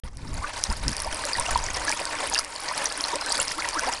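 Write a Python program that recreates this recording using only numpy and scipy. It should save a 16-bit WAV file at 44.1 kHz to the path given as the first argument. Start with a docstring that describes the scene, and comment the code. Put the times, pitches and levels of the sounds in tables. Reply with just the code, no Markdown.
"""Close, babbling splashes outdoors: a sheet of water slides out of a concrete culvert into a pool.
Trapped air rings as bubbles and mostly rising gurgles, while spray ticks on the surface over fizzing foam.
The headwall adds a short echo; the culvert hums along and gives a few soft glugs near the end.
Wind buffets the microphone, mostly in the first two seconds."""
import sys
import numpy as np
from scipy import signal
from scipy.fft import rfft, irfft
from scipy.io import wavfile

SR = 44100
rng = np.random.default_rng(int(sys.argv[2]) if len(sys.argv) > 2 else 0)


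def wrap_up_sound(samples):
    """Save the sound to the file named by the first command line argument, as 16-bit audio."""
    columns = np.atleast_2d(samples).T
    # keep every value between -1 and 1, then stretch to whole-number steps
    tamed = np.clip(columns, -1, 1)
    steps = np.round(tamed * 32767).astype(np.int16)
    wavfile.write(sys.argv[1], SR, steps)


N = 176400

# The recorder's gain ducks just after the start and recovers; then the splashing swells and ebbs
# (time [s], babble fader [dB], spray fader [dB])
FLOW = [(0.08, -47, -52), (0.095, -61, -64.5), (0.3, -45.5, -48.5), (0.45, -35.5, -43), (0.58, -38, -40),
        (0.79, -40, -43), (0.86, -38, -43), (1.15, -35.5, -39.5), (1.38, -31.5, -34.5), (1.5, -31.5, -35),
        (1.72, -35.5, -40), (1.9, -31.5, -36), (1.97, -35, -36.5), (2.15, -31, -37.5), (2.37, -32, -35.5),
        (2.43, -36.5, -43.5), (2.54, -41.5, -43.5), (2.63, -37, -38.5), (2.8, -30, -37.5),
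        (2.94, -36.5, -38), (3.12, -33, -38.5), (3.24, -35, -40), (3.38, -32, -32.5), (3.48, -38.5, -38.5),
        (3.62, -32, -37), (3.71, -35.0, -37.5), (3.89, -28.5, -36.5), (3.97, -37.5, -41)]
# Hollow resonances of the culvert, lowest first (pitch [Hz], bandwidth [Hz], relative level [dB])
CULVERT_MODES = [(306.3,20.6,4.5),(560,116,3),(941,48,5)]
BUBBLE_ONSET, DROP_ONSET = 0.22, 0.23  # attack, as a share of the ring time
SURGE_HZ = 35.3  # quick unevenness of the falling sheet
SPLAT_HZ = 9130  # bright click of a drop's impact


def undb(db):
    """Decibels to gain."""
    return 10 ** (np.asarray(db) / 20)


def unit(x):
    """Scale to rms 1."""
    return x / np.sqrt(np.mean(x ** 2))


def fader(table, column=1):
    """Gain at every sample from one dB column of a timed table."""
    rows = np.array(table)
    return undb(np.interp(np.arange(N) / SR, rows[:, 0], rows[:, column]))


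def colour(points, hz):
    """Gain at the given frequencies of an EQ curve (frequency [Hz], gain [dB])."""
    corners, db = np.array(points).T
    return undb(np.interp(np.log(np.maximum(hz, 1)), np.log(corners), db))


def equalise(x, points):
    """Shape a sound with an EQ curve."""
    return irfft(rfft(x) * colour(points, np.fft.rfftfreq(N, 1 / SR)), N)


def noise(points):
    """Noise coloured by an EQ curve, at rms 1."""
    return unit(equalise(rng.standard_normal(N), points))


def wobble(rate_hz):
    """Smooth random motion at rms 1, mostly slower than the given rate."""
    hz = np.fft.rfftfreq(N, 1 / SR)
    return unit(irfft(rfft(rng.standard_normal(N)) / (1 + (hz / rate_hz) ** 2), N))


def swells(times, half_lengths, db):
    """Bell-shaped swells of level."""
    t = np.arange(N)[:, None] / SR
    return (undb(db) * np.exp(-((t - times) / half_lengths) ** 2)).sum(axis=1)


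def rings(times, pitches, peaks, decays, rise, onset):
    """Pings that swell quickly and die away; rise is the share of the pitch gained per ring time."""
    out = np.zeros(N)
    glides = rise * np.ones(len(times))
    for t0, hz, peak, ring_s, glide in zip(times, pitches, peaks, decays, glides):
        start = int(np.clip(t0 * SR, 0, N - 1))
        age = np.arange(int(6 * ring_s * SR) + 2) / (SR * ring_s)  # in ring times
        envelope = np.exp(-age) * (1 - np.exp(-(age / onset) ** 2))
        phase = 2 * np.pi * hz * ring_s * (age + glide * age ** 2 / 2)
        tone = peak * envelope / envelope.max() * np.sin(phase)
        out[start:start + len(tone)] += tone[:N - start]
    return out


def swarm(points, cycles, rise, spread_db, onset, count):
    """Small bubbles at random moments, most weak, a few strong; cycles and rise are typical values."""
    when, register, chance, ring_length, glide = rng.random((count, 5)).T
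    low_hz, high_hz = points[0][0], points[-1][0]
    hz = low_hz * (high_hz / low_hz) ** register
    rarity = -np.log(chance + .025)
    peaks = undb(spread_db * rarity) * colour(points, hz)
    decays = cycles / hz * 2 ** (2 * (ring_length - .5))
    return unit(rings(when * N / SR, hz, peaks, decays, 2 * rise * glide, onset))


def wind():
    """Gusts rumble on the microphone; the sharpest puffs flutter higher."""
    # Rise and fall of the gusts (time [s], relative level [dB])
    gusts = [(0,-22),(.05,-34.5),(.1,-46),(.18,-39),(.31,-35.5),(.42,-35),(.5,-50),(.68,-46),(.7,-26),(.75,-39),(.88,-31),(.95,-45),(1.07,-38.5),(1.34,-55),(1.39,-32.5),(1.45,-46),(1.53,-33),(1.83,-44.5),(1.92,-52.5),(2.33,-48.5),(2.5,-59),(4,-51.5)]
    # Sharp puffs (time [s], half length [s], level [dB])
    puffs = [(0.305,0.082,-39.5),(0.7,0.012,-30.5),(0.885,0.029,-30)]
    # Tone of the rumble and of the puffs (frequency [Hz], gain [dB])
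    rumble_eq = [(15,2),(50,3),(90,-6),(150,-16.5),(250,-20.5),(400,-28),(1000,-32),(4000,-82)]
    puff_eq = [(60, -16), (130, -7.5), (260, -10), (600, -35.5), (2000, -46)]
    rumble = undb(4) * fader(gusts) * noise(rumble_eq)
    return rumble + swells(*np.array(puffs).T) * noise(puff_eq)


def wall_echo(water, decay_s=0.012):
    """The headwall scatters the splashing back as a short, diffuse echo."""
    t = np.arange(SR // 5) / SR
    echo = rng.standard_normal(len(t)) * np.exp(-t / decay_s) * (t > .002)
    return undb(-13.5) * signal.fftconvolve(water, echo / np.linalg.norm(echo))[:N]


def culvert_hum(water):
    """The splashing rings the culvert's hollow resonances."""
    return undb(-3) * sum(undb(db) * signal.lfilter(*signal.iirpeak(hz, hz / width, fs=SR), water)
                          for hz, width, db in CULVERT_MODES)


def glugs(half_length_s=0.014):
    """A swell of water makes the culvert's mouth boom briefly at its lowest resonance."""
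    # Swells of water (time [s], level [dB])
    booms = [(2.999,-39.5),(3.582,-38),(3.775,-35),(3.889,-39)]
    times, db = np.array(booms).T
    hz, width, _ = CULVERT_MODES[0]
    wavering_hz = hz + width * wobble(SURGE_HZ)
    tone = np.sqrt(2) * np.sin(2 * np.pi * np.cumsum(wavering_hz) / SR)
    return swells(times, half_length_s, db) * tone


def ticks(low_hz=5300, ring_s=0.0004, spread_octaves=0.075):
    """Droplets smack the surface without ringing on: a low and a high click, detuned on each hit."""
    # Droplet hits (time [s], peak of each click [dB])
    hits = [(0.1709,-28.5),(.726,-19),(0.9172,-20),(.9672,-14.5),(1.002,-15),(1.1464,-20.5),(1.2526,-13.5),(1.463,-21),(1.5097,-16),(1.576,-14.5),(1.8454,-28),
            (1.9164,-11.5),(2.054,-13),(2.3932,-9),(2.447,-19),(2.924,-16.5),(3.157,-14),(3.262,-15.5),(3.3251,-9),(3.429,-14),(3.519,-15.5),(3.6885,-14)]
    times, db = np.array(hits).T
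    detune = 2 ** (spread_octaves * rng.standard_normal(len(times)))
    return sum(rings(times, hz * detune, undb(db), ring_s / detune, rise=0, onset=DROP_ONSET)
               for hz in (low_hz, SPLAT_HZ))


def drops(splat_s=0.00045, splat_db=-8.5):
    """Each big drop slaps the surface with a click and traps a tiny ringing bubble."""
    # Drops and their bubbles (time [s], pitch [Hz], relative peak [dB], ring time [ms])
    hits = [(0.6386,5830,-3,0.37),(0.8812,5340,-8,0.65),(1.3323,4860,-15,2.2),(1.3978,8950,-10.5,0.72),(1.507,7060,-19,0.88),(1.64,7040,-17,0.76),(1.744,5560,-20.5,1.6),(1.8945,5980,-9,0.43),
            (2.299,9800,-16,0.42),(2.339,6630,-12,0.86),(2.3468,4870,-5.5,0.31),(2.3787,4900,-14,2.1),
            (2.3889,5130,-8,0.8),(2.7785,4700,-15.5,0.53),(2.8433,10100,-13.5,0.43),(2.8570,5980,-9,1),(3.0085,5500,-13.5,0.84),
            (3.0396,4290,-12.5,1.7),(3.3033,4600,-20,1.3),(3.321,4800,-12.5,1.3),(3.3535,4800,-17,1.5),(3.4000,7650,-9,0.87),
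            (3.4815,5450,-12.5,0.52),(3.7943,6000,-10.5,0.4),(3.9364,5520,-17,1.1)]
    times, hz, db, ring_ms = np.array(hits).T
    each = np.ones(len(times))
    splats = rings(times, SPLAT_HZ * each, undb(db + splat_db), splat_s * each, rise=0, onset=DROP_ONSET)
    plinks = rings(times, hz, undb(db), ring_ms / 1000, rise=-0.019, onset=DROP_ONSET)
    return undb(0.85) * (splats + plinks)


def large_bubbles():
    """Large single bubbles ring out of the babble, each at a steady pitch."""
    # Bubble notes (time [s], pitch [Hz], peak [dB], ring time [ms])
    notes = [(.441,1180,-24.5,7.3),(.444,1470,-23,3.8),(1.238,1640,-22,1.9),(1.253,573,-30.5,8.8),(1.352,1895,-20.5,5.1),(1.384,960,-23.5,5.9),(1.409,1020,-22.5,4),
             (1.463,2770,-19.5,2.5),(1.483,720,-24,9.3),(1.490,1297,-24,6),(1.557,976,-12,4.4),(1.686,1920,-23,2.9),(1.880,1696,-17.5,6),(1.899,868,-24.5,6.9),(1.925,2310,-14.5,1.6),(1.994,2500,-17,0.94),(2.013,620,-23,1.7),(2.228,558,-36.5,20),(2.331,803,-24,5.8),(2.354,2740,-16.5,2.7),(2.361,1730,-22.5,4.6),(2.393,1250,-20,2.4),
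             (2.711,1014,-21.5,5.8),(3.266,1560,-26,7.2),(3.303,810,-22.5,3),(3.388,547,-32,13.5),(3.391,1400,-18.5,2.9),(3.402,2800,-21,3.2),(3.622,2200,-17.5,1.7),(3.645,1920,-18,3.1),(3.654,976,-23,5)]
    times, hz, db, ring_ms = np.array(notes).T
    return rings(times, hz, undb(db), ring_ms / 1000, rise=0, onset=BUBBLE_ONSET)


def gurgles(roughness=0.67):
    """An air pocket closes: its ring glides, mostly upwards, shaken by the water around it."""
    # Air pockets (time [s], length [s], start pitch [Hz], end pitch [Hz], level [dB])
    pockets = [(0.412,0.0313,847,1343,-41.5),(0.704,0.032,775,1440,-38.5),(1.056,0.027,516,1080,-36.5),(1.789,0.058,676,1150,-40),
               (3.102,0.042,1125,938,-35.5),(3.132,.042,396,688,-35),(3.096,0.076,3620,3720,-43.5),(3.196,0.1,4080,4200,-45),(3.581,0.0194,960,1620,-35.5),(3.75,0.031,947,1450,-31),(3.779,0.024,1680,1470,-31.5),(3.868,0.034,620,1060,-31.5)]
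    out, t = np.zeros(N), np.arange(N) / SR
    # Complex, so it shakes both level and phase
    shake = (1 + roughness * (wobble(150) + 1j * wobble(140))) / np.sqrt(1 + 2 * roughness ** 2)
    for t0, length, start_hz, end_hz, db in pockets:
        sounding = (t > t0) & (t < t0 + length)
        progress = (t[sounding] - t0) / length
        phase = 2 * np.pi * np.cumsum(start_hz * (end_hz / start_hz) ** progress) / SR
        envelope = 2 * undb(db) * np.sqrt(np.sin(np.pi * progress))
        out[sounding] += envelope * np.imag(shake[sounding] * np.exp(1j * phase))
    return out


def spray():
    """Fine droplets patter on the surface over a fizz of foam."""
    # Tone of the droplets and of the foam (frequency [Hz], gain [dB])
    patter_eq = [(3000,-9),(4000,-6),(4900,3),(6000,-0.5),(9000,-2.5),(10500,7)]
    fizz_eq = [(1000,3),(2500,-1),(3500,0),(4900,7),(6500,0),(8000,2),(10000,1.5),(12000,-17)]
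    patter = swarm(patter_eq, cycles=5.3, rise=-0.043, spread_db=5.5, onset=DROP_ONSET, count=2800)
    fizz = noise(fizz_eq) * undb(1.8 * wobble(98))
    return fader(FLOW, column=2) * (undb(0.57) * patter + undb(-4) * fizz)


def babble():
    """The plunging sheet folds air into the pool: bubbles and small rising chirps over a churning wash."""
    # Tone of the bubbles, the chirps and the wash (frequency [Hz], gain [dB])
    bubble_eq = [(250,-9),(600,-5),(950,7),(2000,14.5),(2800,10.5),(4000,-25)]
    chirp_eq = [(550,-3.5),(850,6),(1500,-6)]
    churn_eq = [(150,-30),(290,-32),(380,-8),(560,-2.5),(950,4),(1300,-1),(2200,0.5),(3200,-8.5),(5000,-13),(12000,-29)]
    bubbles = swarm(bubble_eq, cycles=5.6, rise=0.0623, spread_db=3, onset=BUBBLE_ONSET, count=3400)
    chirps = swarm(chirp_eq, cycles=6, rise=0.12, spread_db=1.5, onset=0.9, count=150)
    churn = noise(churn_eq) * undb(2 * wobble(SURGE_HZ))
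    return fader(FLOW) * (undb(-5) * bubbles + undb(-13) * chirps + undb(-6) * churn)


def scene():
    """Mono mix of the surging water, the concrete around it and the wind."""
    stream = (babble() + spray()) * undb(2 * wobble(SURGE_HZ))
    water = stream + gurgles() + ticks() + large_bubbles() + drops()
    return (water + wall_echo(water) + culvert_hum(water) + glugs() + wind())[None]


def record(dry):
    """The sound snaps in after 35 ms of silence, its top treble shelved down and then cut off."""
    fade_in = np.clip((np.arange(N) / SR - .035) / .002, 0, 1)
    # Treble shelf (frequency [Hz], gain [dB])
    shelf_eq = [(10300, 0), (11000, -6), (11800, -4.5), (12500, -19)]
    high_cut = signal.ellip(8, .2, 70, 12400, fs=SR, output="sos")
    return signal.sosfilt(high_cut, equalise(dry * fade_in, shelf_eq))


dry = scene()
out = record(dry)
wrap_up_sound(out)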